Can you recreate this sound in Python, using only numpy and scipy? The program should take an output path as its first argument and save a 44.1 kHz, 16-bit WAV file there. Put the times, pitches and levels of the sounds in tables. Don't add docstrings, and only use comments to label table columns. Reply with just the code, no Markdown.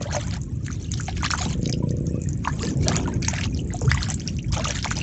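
import sys
import numpy as np
from scipy import signal
from scipy.fft import rfft, irfft, next_fast_len
from scipy.io import wavfile
from scipy.ndimage import uniform_filter1d

SR = 44100
rng = np.random.default_rng(int(sys.argv[2]) if len(sys.argv) > 2 else 0)


def bounce(signal):
    frames = np.transpose(np.atleast_2d(signal))
    limited = np.clip(frames, -1, 1)
    pcm = np.round(limited * 32767).astype(np.int16)
    wavfile.write(sys.argv[1], SR, pcm)


N = 221426


def gain_of(db):
    return 10 ** (np.asarray(db) / 20)


def evened(x):
    return x / np.sqrt(np.mean(x ** 2) + 1e-20)


def smoothed_noise(shape, size):
    return evened(uniform_filter1d(rng.standard_normal(shape), size=size, axis=0))


def read_spectrum(points, hz):
    point_hz, point_db = np.transpose(points)
    return np.interp(np.log(hz + 1), np.log(point_hz + 1), point_db, left=-100, right=-100)


def curves(rows, t):
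    row_s, *columns = np.transpose(rows)
    return [np.interp(t, row_s, column) for column in columns]


def add(mix, start_s, sound):
    part = mix[round(start_s * SR):][:len(sound)]
    part += sound[:len(part)]


def colour(x, points):
    size = next_fast_len(len(x))
    gains = gain_of(read_spectrum(points, np.fft.rfftfreq(size, 1 / SR)))
    return irfft(rfft(x, size) * gains, size)[:len(x)]


def resonate(x, hz, width_hz):
    radius = np.exp(-np.pi * width_hz / SR)
    return 2 * signal.lfilter([1 - radius], [1, -radius * np.exp(2j * np.pi * hz / SR)], x).real


def patches_of(white, bins, frames):
    over_bins = uniform_filter1d(white, size=bins, axis=0)
    return evened(uniform_filter1d(over_bins, size=frames, axis=1))


def noise(points, size, patchy_db, tilt_db=0):
    hop = size // 4
    hz, frames = np.fft.rfftfreq(size, 1 / SR), N // hop + 5
    a, b, white = rng.standard_normal((frames, len(hz), 3)).T
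    patches = patches_of(white, bins=6, frames=8)
    octaves = np.log2(np.maximum(hz, 100) / 100)[:, None]
    tilt = np.interp(np.arange(frames) * hop, np.arange(N), tilt_db * np.ones(N))
    level_db = read_spectrum(points, hz)[:, None] + patchy_db * patches + tilt * octaves
    spectra = (a + 1j * b) * gain_of(level_db)
    return evened(signal.istft(spectra, nperseg=size, noverlap=size - hop)[1][:N])


def ring(hz, t60, rise_octaves, attack_s, sustain=1):
    t60 = np.clip(t60, 0.003, 0.2)
    t = np.arange(0, t60, 1 / SR)
    turns = np.cumsum(hz * 2 ** (rise_octaves * t / t60)) / SR
    decay = gain_of(-60 * (t / t60) ** sustain)
    onset = (1 - np.exp(-t / attack_s)) ** 2
    return np.sin(2 * np.pi * turns) * decay * onset


# start in seconds, peak level in dB before the tremble,
# starting pitch in Hz, t60 in seconds, pitch rise in octaves over the ring.
AIR_POCKETS = [(0.009, -44, 2450, 0.022, 1), (0.011, -19.5, 595, 0.015, -0.5),
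               (0.054, -28.5, 525, 0.063, 1), (0.083, -30, 566, 0.043, 3.5), (0.111, -26, 1600, 0.023, 0.2),
               (0.145, -29, 940, 0.037, 0.5), (0.146, -25.5, 646, 0.044, 0.8), (0.162, -20, 590, 0.056, 0),
               (0.164, -26, 1910, 0.018, 1.5), (0.166, -23.5, 805, .03, -0.5),
               (0.275, -40.5, 1017, .045, 0), (0.365, -39, 750, 0.061, 1.3),
               (0.682, -22, 1910, 0.0066, -0.6), (0.702, -31, 1170, 0.023, 1.5),
               (0.853, -45, 2650, 0.045, 1), (0.885, -43.5, 2700, 0.035, 0.5),
               (0.998, -27.5, 1170, 0.032, 2.5), (1.082, -23.5, 755, 0.05, 0), (1.206, -34, 1440, 0.053, 0),
               (1.231, -17.5, 1085, 0.011, -0.3), (1.247, -21, 1030, 0.025, 1.2),
               (1.264, -21, 1400, 0.015, 2.5), (1.305, -16.5, 1170, 0.0096, 2),
               (1.328, -31, 1500, .01, 0.8), (1.336, -10, 1200, 0.014, 1.2), (1.349, -22, 1000, 0.011, -1),
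               (1.389, -24, 1110, 0.019, -0.5), (1.406, -26, 740, 0.07, 0),
               (1.425, -29.5, 1090, 0.031, 1.7), (1.457, -28.5, 645, 0.039, 2.5),
               (1.687, -40.5, 674, 0.079, 0.5), (1.69, -32, 2300, .018, 0.2),
               (1.737, -28, 2510, 0.012, 1.8), (1.824, -35, 972, 0.062, 0), (1.917, -43.5, 1853, 0.031, 0),
               (2.148, -45.5, 1072, 0.071, 0.7), (2.257, -43, 1843, 0.046, 0),
               (2.448, -25.5, 2500, 0.0085, -0.1), (2.452, -21.5, 980, 0.023, 0.8),
               (2.473, -13, 883, 0.032, 1.6), (2.474, -18, 1440, 0.013, 1.3),
               (2.496, -27.5, 1637, 0.032, 0.3), (2.604, -33, 1022, 0.074, 1.5),
               (2.632, -26, 446, 0.076, 0.5), (2.672, -32.5, 1790, 0.046, -0.1),
               (2.706, -40, 1820, 0.019, -0.5), (2.832, -38, 2220, 0.062, 0.4),
               (2.864, -24.5, 576, 0.094, 1.4), (2.918, -11.5, 1320, 0.0062, -0.2),
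               (2.93, -28, 1050, 0.0052, 4), (3.057, -29.5, 1420, 0.026, 0),
               (2.986, -35.5, 2900, 0.014, 0.8), (3.078, -21.5, 1008, 0.029, -0.5),
               (3.128, -39.5, 1585, 0.06, 0), (3.223, -32.5, 2040, 0.047, 1),
               (3.245, -33, 1700, 0.023, 0.5), (3.282, -22.5, 920, 0.017, 0), (3.332, -25, 585, 0.033, 2.2),
               (3.35, -29.5, 1820, 0.018, 1.5), (3.376, -29, 1196, 0.029, 4), (3.383, -17, 1970, 0.008, 3),
               (3.387, -21, 1840, 0.016, -0.5), (3.413, -14.5, 2020, 0.0048, 1.5),
               (3.432, -25.5, 2170, 0.011, 0), (3.44, -21, 2300, 0.012, 2), (3.525, -44.5, 2440, 0.05, 0),
               (3.591, -31.5, 2800, 0.021, 0.5), (3.704, -31.5, 1850, 0.016, 0.6),
               (3.72, -37, 1400, 0.021, 1), (3.742, -25, 705, 0.041, 0.13),
               (3.816, -23.5, 930, 0.012, -2.5), (3.815, -24.5, 491, 0.057, 0.1),
               (3.842, -33, 900, 0.014, 0), (3.845, -27.5, 392, 0.08, 0.7), (3.877, -26, 1215, 0.034, 1),
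               (3.892, -32, 1810, 0.015, 0.5), (3.915, -6.5, 1640, 0.011, 1),
               (3.946, -22, 1097, 0.027, 0.1), (3.97, -31, 757, 0.033, 2),
               (3.975, -18.5, 2140, 0.011, -0.5), (4.007, -29, 1900, 0.015, -1),
               (4.017, -28, 1166, 0.033, 1.7), (4.066, -28, 1960, 0.018, -2), (4.084, -32, 763, 0.072, 0),
               (4.216, -34.5, 2900, 0.014, 0.8), (4.261, -45, 1504, 0.056, 0),
               (4.284, -28.5, 2380, 0.017, 1.6), (4.388, -28, 2310, 0.018, 1.8),
               (4.443, -37, 2120, 0.021, 0.7), (4.484, -45, 3120, 0.027, 0.3), (4.503, -46, 840, .07, 2.5),
               (4.563, -28, 1175, 0.045, 1.1), (4.57, -26.5, 732, 0.039, 1.1),
               (4.592, -25.5, 650, 0.058, -0.2), (4.597, -24.5, 1045, 0.019, 0),
               (4.653, -18.5, 1210, 0.025, 0.3), (4.672, -22, 2520, 0.022, 1.2), (4.67, -28, 625, 0.014, 0),
               (4.69, -23, 670, 0.013, -1), (4.702, -24.5, 600, 0.016, 0), (4.789, -22, 3050, 0.0061, 0),
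               (4.848, -24, 855, 0.05, 3), (4.859, -17, 800, 0.013, 0), (4.872, -23, 2130, 0.013, 0.2),
               (4.913, -12.5, 1220, 0.0093, 1.15), (4.977, -33, 2541, 0.014, 0),
               (5.002, -20.5, 2780, 0.0063, 0), (5.0135, -19.5, 2590, 0.012, 0.5)]


def bubbles():
    out = np.zeros(N)
    for start_s, db, hz, t60, rise_octaves in AIR_POCKETS:
        sound = ring(hz, t60, rise_octaves, attack_s=0.043 * t60, sustain=0.97)
        add(out, start_s, gain_of(db) * sound / abs(sound).max())
    return out * (1 + 0.22 * smoothed_noise(N, size=60))


# start in seconds, peak level in dB without the tick,
# centre in Hz, slap in dB RMS against the bright noise, t60 in seconds.
SURFACE_CRACKS = [(0.0197,-27.5,6380,-25,0.017),(0.1265,-22,5960,-14,0.0085),(0.134,-26,7200,-10,0.01),(0.1547,-22,7250,-11,0.0098),(0.165,-25,5200,-10,0.01),(0.21,-25,7500,-13,0.01),(0.27,-23.5,7250,-13,0.012),(0.282,-27,6200,-13,.008),(0.3103,-21.5,4670,-4.5,0.0048),(0.324,-27,2600,9,0.0049),(0.415,-28,6750,-35,0.028),(0.434,-32,7000,-28,0.015),(0.6644,-22,7270,0,0.009),(0.7093,-32,4200,-7,.012),(0.7154,-26,6540,-3,0.0086),(0.8452,-32,3530,-24,0.0089),(0.9169,-13,6480,-38,0.0096),(0.9375,-22,3700,-16,0.009),(0.94,-20,5700,-23,0.011),(1.0084,-19,7100,-16,0.004),(1.0814,-22,4130,10,0.026),(1.127,-31.5,3200,-22,0.0099),(1.168,-26,2580,-23,0.0073),(1.18,-29,3300,-11,0.008),(1.2244,-21,6260,-9,0.0097),(1.2437,-12.5,4230,4.5,0.0083),(1.251,-18,4500,-2,0.0088),(1.261,-14.5,4130,-14,0.0075),(1.3041,-16,4200,-5,0.011),(1.3102,-11,5390,-7,0.012),(1.316,-16,2490,-4,0.011),(1.376,-19,7480,-10,0.015),(1.387,-23,4600,8,.009),(1.403,-27,3370,-11,0.0078),(1.4154,-19.5,3200,9,0.011),(1.444,-24,7550,-12,0.008),(1.4529,-20.5,3820,-6,0.0066),(1.495,-27,5140,-16,0.0088),(1.5392,-29,3100,-25,0.0088),(1.6293,-27,6110,-26,0.0064),(1.657,-17.5,3800,-37,0.012),(1.675,-23.5,6170,-19,0.014),(1.695,-17,6000,-9,0.021),(1.726,-16,5010,-39,0.014),(1.8923,-31.5,4300,-26,0.0064),(1.907,-27,6650,-25,0.011),(1.9676,-32.5,6740,-29,.008),(2.003,-36,7900,-35,.012),(2.068,-25.5,6380,-28,0.0051),(2.217,-24,7424,-25,0.0091),(2.237,-26,7240,-21,0.014),(2.2881,-20,6870,-21,0.0099),(2.3304,-26,6120,-32,0.0099),(2.375,-34,7350,-26,.008),(2.4493,-21,2700,-17,0.0056),(2.4793,-25,6030,-14,0.0065),(2.484,-28,4540,-20,.009),(2.522,-33,6600,-18,0.013),(2.5933,-27,3250,-23,0.012),(2.6309,-12.5,4800,0,0.0056),(2.6694,-21.5,4830,-19,0.01),(2.674,-30,7650,-25,.009),(2.685,-31,7300,-28,.008),(2.7065,-25,6080,-20,.006),(2.7717,-30,7230,-20,0.0077),(2.833,-27,6440,-15,.006),(2.844,-25,6300,-21,.005),(2.8823,-5,6470,-9.5,0.0055),(2.8826,-8.5,4430,-11.5,0.0065),(2.895,-27,5500,-11,.008),(2.906,-28,5600,-10,.006),(2.914,-29,3500,-6,.006),(2.9367,-28,6210,-11,.007),(2.9575,-14.5,5350,-10,.005),(2.9644,-9,6580,-9,0.0083),(3.0748,-26,6340,3,.006),(3.14,-26.5,6600,-25,0.0096),(3.2218,-23,5940,-21,0.0061),(3.2272,-20.5,4640,-15,0.011),(3.248,-14,3950,-24,0.014),(3.2822,-9,5500,-6,0.0042),(3.2849,-4.5,6330,-12,0.0056),(3.338,-13.5,7420,3,0.0067),(3.355,-27,5000,-11,.005),(3.3642,-23.5,4400,-8,0.0076),(3.4102,-18.5,5270,-4,0.0064),(3.436,-15.5,3450,-24,0.0057),(3.4405,-19.5,5540,-11,0.0071),(3.449,-22.5,3800,-18,.006),(3.5462,-25,5130,-24,0.0067),(3.5742,-30,4230,-25,0.0085),(3.602,-31.5,7400,-31,.012),(3.674,-35,7500,-19.5,0.012),(3.736,-20.5,7350,-28,0.013),(3.768,-23,7360,-27,0.0068),(3.79,-24.5,5800,-22,0.0089),(3.8117,-19,6700,-26,0.0071),(3.826,-29,7200,-30,0.0065),(3.9152,-10.5,4720,2,0.0078),(3.9446,-15,7000,-13,0.011),(3.98,-25,3260,-13,.007),(4.0296,-10.5,3970,-24,0.0054),(4.087,-18,7250,-21,.007),(4.101,-9,7460,-9,0.011),(4.1407,-15.5,7580,-47,0.017),(4.1967,-24,5220,-14,0.016),(4.2046,-25,5960,-3,0.011),(4.2757,-13.5,5470,-16.5,0.012),(4.366,-30.5,5360,-33,0.014),(4.385,-27.5,5900,-25,0.0083),(4.4277,-33.5,6000,-22,0.01),(4.4827,-39,5960,-18,.008),(4.5194,-25,5500,-23,0.0075),(4.5238,-20,5050,-23,0.0076),(4.5444,-25,6600,-4,0.0078),(4.568,-22,3050,-11,.008),(4.58,-19.5,6230,-14,0.0075),(4.596,-21.5,4640,-13,0.0065),(4.6425,-19,5380,-8,0.011),(4.645,-15,3400,-11,0.012),(4.682,-18,7300,-22,0.012),(4.7068,-10.5,6000,-1.5,0.0059),(4.7316,-29,3110,-18,0.006),(4.7594,-26,4070,-16,.008),(4.767,-21,6400,-6,0.0061),(4.8267,-17.5,4700,-22,0.01),(4.845,-8.5,2820,-8,0.0063),(4.852,-17,6050,-14,.006),(4.8795,-23,6000,-17,.008),(4.9084,-18,6290,-10,0.0074),(4.9119,-19.5,6500,-3,0.0076),(4.919,-18.5,6260,-22,.007),(4.9556,-23.5,5900,-24,0.007),(4.968,-17,4940,-19,.009),(4.9872,-18.5,5900,-5,0.0099)]
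TICK_DB, TICK_T60_S = -23.5, 0.0015
DROP_DB, DROP_RISE_OCTAVES = -5.5, 0.11


def cracks():
    out, t = np.zeros(N), np.arange(1500) / SR
    bursts = rng.standard_normal((len(SURFACE_CRACKS), len(t)))
    for (start_s, db, hz, slap_db, t60), burst in zip(SURFACE_CRACKS, bursts):
        u = t / np.clip(t60, 0.003, 0.03)
        shape = gain_of(-60 * u) * (1 - np.exp(-t / 0.00033)) ** 2
        bright = resonate(resonate(burst, hz, width_hz=1730), hz, width_hz=1730)
        turns = np.cumsum(hz * 2 ** (DROP_RISE_OCTAVES * np.minimum(u, 1))) / SR
        drop = np.sin(2 * np.pi * turns)
        slap = resonate(resonate(burst, hz=2160, width_hz=1500), hz=2160, width_hz=1500)
        tick = gain_of(TICK_DB - 60 * t / TICK_T60_S) * burst
        add(out, start_s, gain_of(db) * tick)
        body = evened(bright) + gain_of(DROP_DB) * evened(drop) + gain_of(slap_db) * evened(slap)
        crack = body * shape
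        add(out, start_s, gain_of(db) * crack / abs(crack).max())
    return out


# start in seconds, length in seconds, then the levels of
# glug, gurgle, spray and fizz in dB before sag and clumping.
FISH_THRASHES = [(0.0, 0.11, -39.5, -45, -48, -49), (0.012, 0.0094, -52, -54, -38, -37),
                 (0.1, 0.07, -38, -38, -41.5, -37), (0.19, 0.17, -47, -44.5, -48, -46.5),
                 (0.64, 0.25, -68, -57, -51.5, -47.5), (0.905, 0.1, -59, -53, -45.5, -40.5),
                 (1.022, 0.045, -57, -58, -53, -42.5), (1.071, 0.061, -56, -51, -45, -46.5),
                 (1.164, 0.049, -49, -44.5, -46.5, -41), (1.225, 0.041, -44, -30, -35, -28),
                 (1.296, 0.058, -52, -40, -42.5, -35.5), (1.371, 0.16, -43.5, -41.5, -39, -36.5),
                 (1.611, 0.05, -72, -62, -48, -52), (2.433, 0.31, -44.5, -50.5, -49.5, -43.5),
                 (2.58, .12, -49, -54, -42, -38), (2.803, 0.15, -59, -61, -48, -45),
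                 (2.852, .03, -37, -38.5, -42, -51.5), (2.877, 0.11, -36, -39.5, -55, -54),
                 (2.993, 0.17, -44.5, -50, -53.5, -55), (3.215, 0.065, -75, -42.5, -48, -38),
                 (3.285, 0.17, -44.5, -42.5, -45, -40.5), (3.532, 0.057, -64, -63, -52.5, -46),
                 (3.7, 0.091, -54, -68, -51.5, -56), (3.785, 0.12, -50, -70, -54.5, -44.5),
                 (3.892, 0.084, -61, -36, -44, -40), (3.971, 0.15, -43, -41.5, -40.5, -37.5),
                 (4.168, 0.17, -63.5, -57, -52.5, -51), (4.524, 0.064, -43, -39, -37.5, -35),
                 (4.556, 0.059, -34, -36, -41, -45), (4.635, 0.08, -36.5, -34, -31.5, -34),
                 (4.739, 0.074, -53, -38, -37, -36.5), (4.83, 0.057, -47, -44, -36, -39.5),
                 (4.896, 0.016, -43, -33.5, -34, -36.5), (4.951, 0.08, -44.5, -45.5, -39, -39)]
# levels of glug, gurgle, spray and fizz in dB before clumping.
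TRICKLE_DB = (-66.5, -70.5, -70.5, -57.5)
SWELL_S, SAG_DB_PER_S, SETTLE_DB_PER_S = 0.012, 20.5, 407.5


def agitation():
    power = np.outer(gain_of(TRICKLE_DB) ** 2, np.ones(N))
    for start_s, length_s, *levels_db in FISH_THRASHES:
        t = np.arange(0, length_s + 60 / SETTLE_DB_PER_S, 1 / SR)
        fall_db = SAG_DB_PER_S * t + SETTLE_DB_PER_S * np.maximum(t - length_s, 0)
        shape = np.minimum(t / SWELL_S, 1) * gain_of(-fall_db)
        add(power.T, start_s, np.outer(shape, gain_of(levels_db)) ** 2)
    return np.sqrt(power)


def grains(low_hz, high_hz, cycles, per_s, spread_db, count=24, onset_cycles=0.3):
    chance, luck, pick = rng.random((N, 3)).T
    at = np.flatnonzero(chance < per_s / SR)
    size = gain_of(spread_db * np.minimum(-np.log(1 - luck[at]), 5))
    kind, out = (pick[at] * count).astype(int), np.zeros(N)
    for k, hz in enumerate(np.geomspace(low_hz, high_hz, count)):
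        t60 = cycles * rng.uniform(1.0, 1.6) / hz
        shape = ring(hz, t60, rng.uniform(0, 0.7), attack_s=onset_cycles / hz)
        places = at[kind == k, None] + np.arange(len(shape))
        sounds = np.outer(size[kind == k], shape / np.linalg.norm(shape))
        out += np.bincount(places.ravel(), sounds.ravel(), minlength=N)[:N]
    return out


def mottle(x, patchy_db):
    spectra = signal.stft(x, nperseg=256, noverlap=192)[2]
    patches = patches_of(rng.standard_normal(spectra.T.shape).T, bins=4, frames=24)
    return evened(signal.istft(spectra * gain_of(patchy_db * patches), nperseg=256, noverlap=192)[1][:N])


def clumps(per_s, fade_s, floor):
    starts = rng.uniform(0.099, 1, N) * (rng.random(N) < per_s / SR)
    lumps = signal.lfilter([1], [1, -np.exp(-1 / (fade_s * SR))], starts)
    return evened(floor + evened(lumps))


# frequency in Hz, relative gain in dB.
GLUG_FILTER = [(240, -37), (420, -9.5), (640, -6), (900, -4.5), (1300, -5.5), (1900, -31.5)]
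GURGLE_FILTER = [(800, -36), (1250, -18), (1590, -7.5), (2080, -9.5), (3600, -13), (5200, -33),
                 (8800, -100)]
SPRAY_FILTER = [(1800, -8), (2500, -11.5), (3500, -8), (5000, -4.5), (6200, -27)]
FIZZ_FILTER = [(4300, -27.5), (5500, -7), (6500, -3.5), (7600, -4), (8800, -11.5)]
PLINK_DB, PLINK_FLOOR_DB = -7, -71.5
SPATTER_DB = -16


def churn():
    glug = colour(grains(416.7, 1510, cycles=28, per_s=330, spread_db=1.5), GLUG_FILTER)
    glug = mottle(glug, patchy_db=2.0)
    gurgle = colour(grains(1100, 3700, cycles=46, per_s=600, spread_db=2.0), GURGLE_FILTER)
    gurgle = mottle(gurgle, patchy_db=3.0)
    spray = colour(grains(2200, 6700, cycles=26, per_s=1500, spread_db=3.0), SPRAY_FILTER)
    spray = mottle(spray, patchy_db=3.5)
    fizz = colour(grains(4800, 8280, cycles=37, per_s=1400, spread_db=3.0), FIZZ_FILTER)
    fizz = mottle(fizz, patchy_db=4.5)
    low_plinks = evened(grains(500, 1300, cycles=63, per_s=80, spread_db=3.0))
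    high_plinks = evened(grains(1300, 3200, cycles=68, per_s=100, spread_db=4.0))
    gains = agitation()
    showers = (gains * [glug, gurgle, spray, fizz]).sum(axis=0)
    water = showers * clumps(per_s=75, fade_s=0.013, floor=0.57)
    plink_gains = gain_of(PLINK_DB) * gains[:2] + gain_of(PLINK_FLOOR_DB)
    plinks = (plink_gains * [low_plinks, high_plinks]).sum(axis=0)
    spatter = evened(grains(2500, 7500, cycles=3.5, per_s=350, spread_db=1.0, count=8))
    return water + plinks + gain_of(SPATTER_DB) * gains[2] * spatter


def drips():
    pings = grains(6300, 7900, cycles=60, per_s=40, spread_db=2.5, count=8, onset_cycles=4)
    return gain_of(-60) * evened(pings)


def reed_echo(x, delay_s, t60):
    t = np.arange(3000) / SR
    taps = rng.standard_normal(len(t)) * (rng.random(len(t)) < 0.05) * gain_of(-60 * t / t60)
    delayed = np.pad(x, (round(delay_s * SR), 0))
    return signal.oaconvolve(delayed, taps / np.linalg.norm(taps))[:N]


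# time in seconds, firings per second, pulse level in dB before the final scaling.
ENGINE_RUN = [(1.341, 16, -60), (1.43, 16.8, -24.5), (1.52, 22.43, -34), (1.61, 27.1, -25.5),
              (1.7, 29.2, -27), (1.95, 29.4, -26.5), (2.09, 29.5, -27), (2.16, 29.4, -24),
              (2.24, 18.8, -37.5), (2.3, 17.4, -38)]
# frequency in Hz, width in Hz, drive in dB before division by the width.
PIPE_MODES = [(161, 57, 12), (278, 16, -13.5), (480, 110, -14.5), (590, 90, -14.5)]


def engine():
    t = np.arange(N) / SR
    firings_per_s, db = curves(ENGINE_RUN, t)
    heard = (t > ENGINE_RUN[0][0]) & (t < ENGINE_RUN[-1][0])
    firings = np.ceil(np.cumsum(firings_per_s * heard) / SR)
    pulses = -np.diff(firings, prepend=0) * gain_of(db + 0.57 * rng.standard_normal(N))
    puff_shape = signal.lfilter([1], [1, -np.exp(-1 / (0.0062 * SR))], pulses)
    pulses = pulses + gain_of(-31.0) * rng.standard_normal(N) * puff_shape
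    uneven = smoothed_noise((N, len(PIPE_MODES)), size=1500).T
    pipe = np.zeros(N)
    for (hz, width_hz, mode_db), drift in zip(PIPE_MODES, uneven):
        pipe += resonate(pulses * gain_of(mode_db + 0.81 * drift), hz, width_hz) / width_hz
    pipe = signal.sosfilt(signal.cheby2(6, 36, 760, fs=SR, output="sos"), pipe)
    target = np.std(gain_of(db[heard]) * np.sign(pipe[heard]))
    return pipe * target / np.std(pipe[heard])


# time in seconds, rumble gain in dB,
# brightening in dB per octave above 100 Hz (which also lifts the level).
WIND_COURSE = [(0.0, -32.5, 6), (0.15, -27, 0.5), (0.5, -26.5, 1), (1.0, -27.5, 2), (1.3, -28, 3),
               (1.5, -25, 1), (2.2, -29, 2.5), (2.3, -22.5, 0.5), (2.5, -27, 2.5), (2.75, -24, 7),
               (3.1, -25.5, 7.5), (3.35, -24, 1), (3.6, -27.5, 6), (3.95, -22, -2), (4.3, -28.5, 4),
               (4.55, -24.5, 0.5), (5.02, -28.5, 5)]
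# frequency in Hz, relative density in dB per Hz.
RUMBLE_SPECTRUM = [(12, -72), (20, -55), (47, -13.5), (69, 1.5), (156, -5), (183, -11.5), (244, -14.5),
                   (341, -23), (447, -35), (524, -38), (900, -61), (1170, -79), (1980, -120)]
# start in seconds, level of the sine in dB, pitch in Hz.
KNOCK = (3.869, -11, 125.5)
KNOCK_S = 0.025


def wind():
    db, tilt_db = curves(WIND_COURSE, np.arange(N) / SR)
    out = gain_of(db) * noise(RUMBLE_SPECTRUM, size=2048, patchy_db=1.5, tilt_db=tilt_db)
    start_s, knock_db, hz = KNOCK
    t = np.arange(0, KNOCK_S, 1 / SR)
    swell = np.sqrt(np.sin(np.pi * t / KNOCK_S))
    add(out, start_s, -gain_of(knock_db) * np.sin(2 * np.pi * hz * t) * swell)
    return out


# start in seconds, length in seconds,
# level in dB before fades, start in Hz, end in Hz.
FAR_WHISTLES = [(2.112, 0.2, -56, 2800, 2460), (2.27, 0.15, -62, 1800, 1850)]


def whistles():
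    out = np.zeros(N)
    for start_s, length_s, db, from_hz, to_hz in FAR_WHISTLES:
        u = np.arange(0, length_s, 1 / SR) / length_s
        a, b = smoothed_noise((len(u), 2), size=220).T
        turns = np.cumsum(from_hz + (to_hz - from_hz) * u ** 0.2) / SR
        blurred = (0.3 + a) * np.sin(2 * np.pi * turns) + b * np.cos(2 * np.pi * turns)
        add(out, start_s, gain_of(db - 3.5 * u) * np.sqrt(np.sin(np.pi * u)) * evened(blurred))
    return out


# frequency in Hz, relative density in dB per Hz.
REED_SPECTRUM = [(300, -18), (500, 2.5), (1000, -10), (2400, -0.5), (4000, -8), (6500, -16), (9000, -11.5)]


def reeds():
    return gain_of(-65) * noise(REED_SPECTRUM, size=512, patchy_db=3)


def scene():
    hiss = reeds()
    hits, motor = bubbles() + cracks(), engine()
    hit_echo = gain_of(-10.0) * reed_echo(hits, delay_s=0.0022, t60=0.078)
    motor_echo = gain_of(-6.5) * reed_echo(motor, delay_s=0.00809, t60=0.12)
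    fish = hits + hit_echo + churn() + drips()
    return (fish + motor + motor_echo + whistles() + wind() + hiss)[None]


def record(dry):
    thin = signal.sosfilt(signal.butter(3, 42, "high", fs=SR, output="sos"), dry)
    dull = signal.sosfilt(signal.cheby2(10, 50, 8900, fs=SR, output="sos"), thin)
    band_limit = signal.firwin(511, 9033, window=("kaiser", 9), fs=SR)
    return signal.oaconvolve(dull, band_limit[None], "same")


dry = scene()
out = record(dry)
bounce(out)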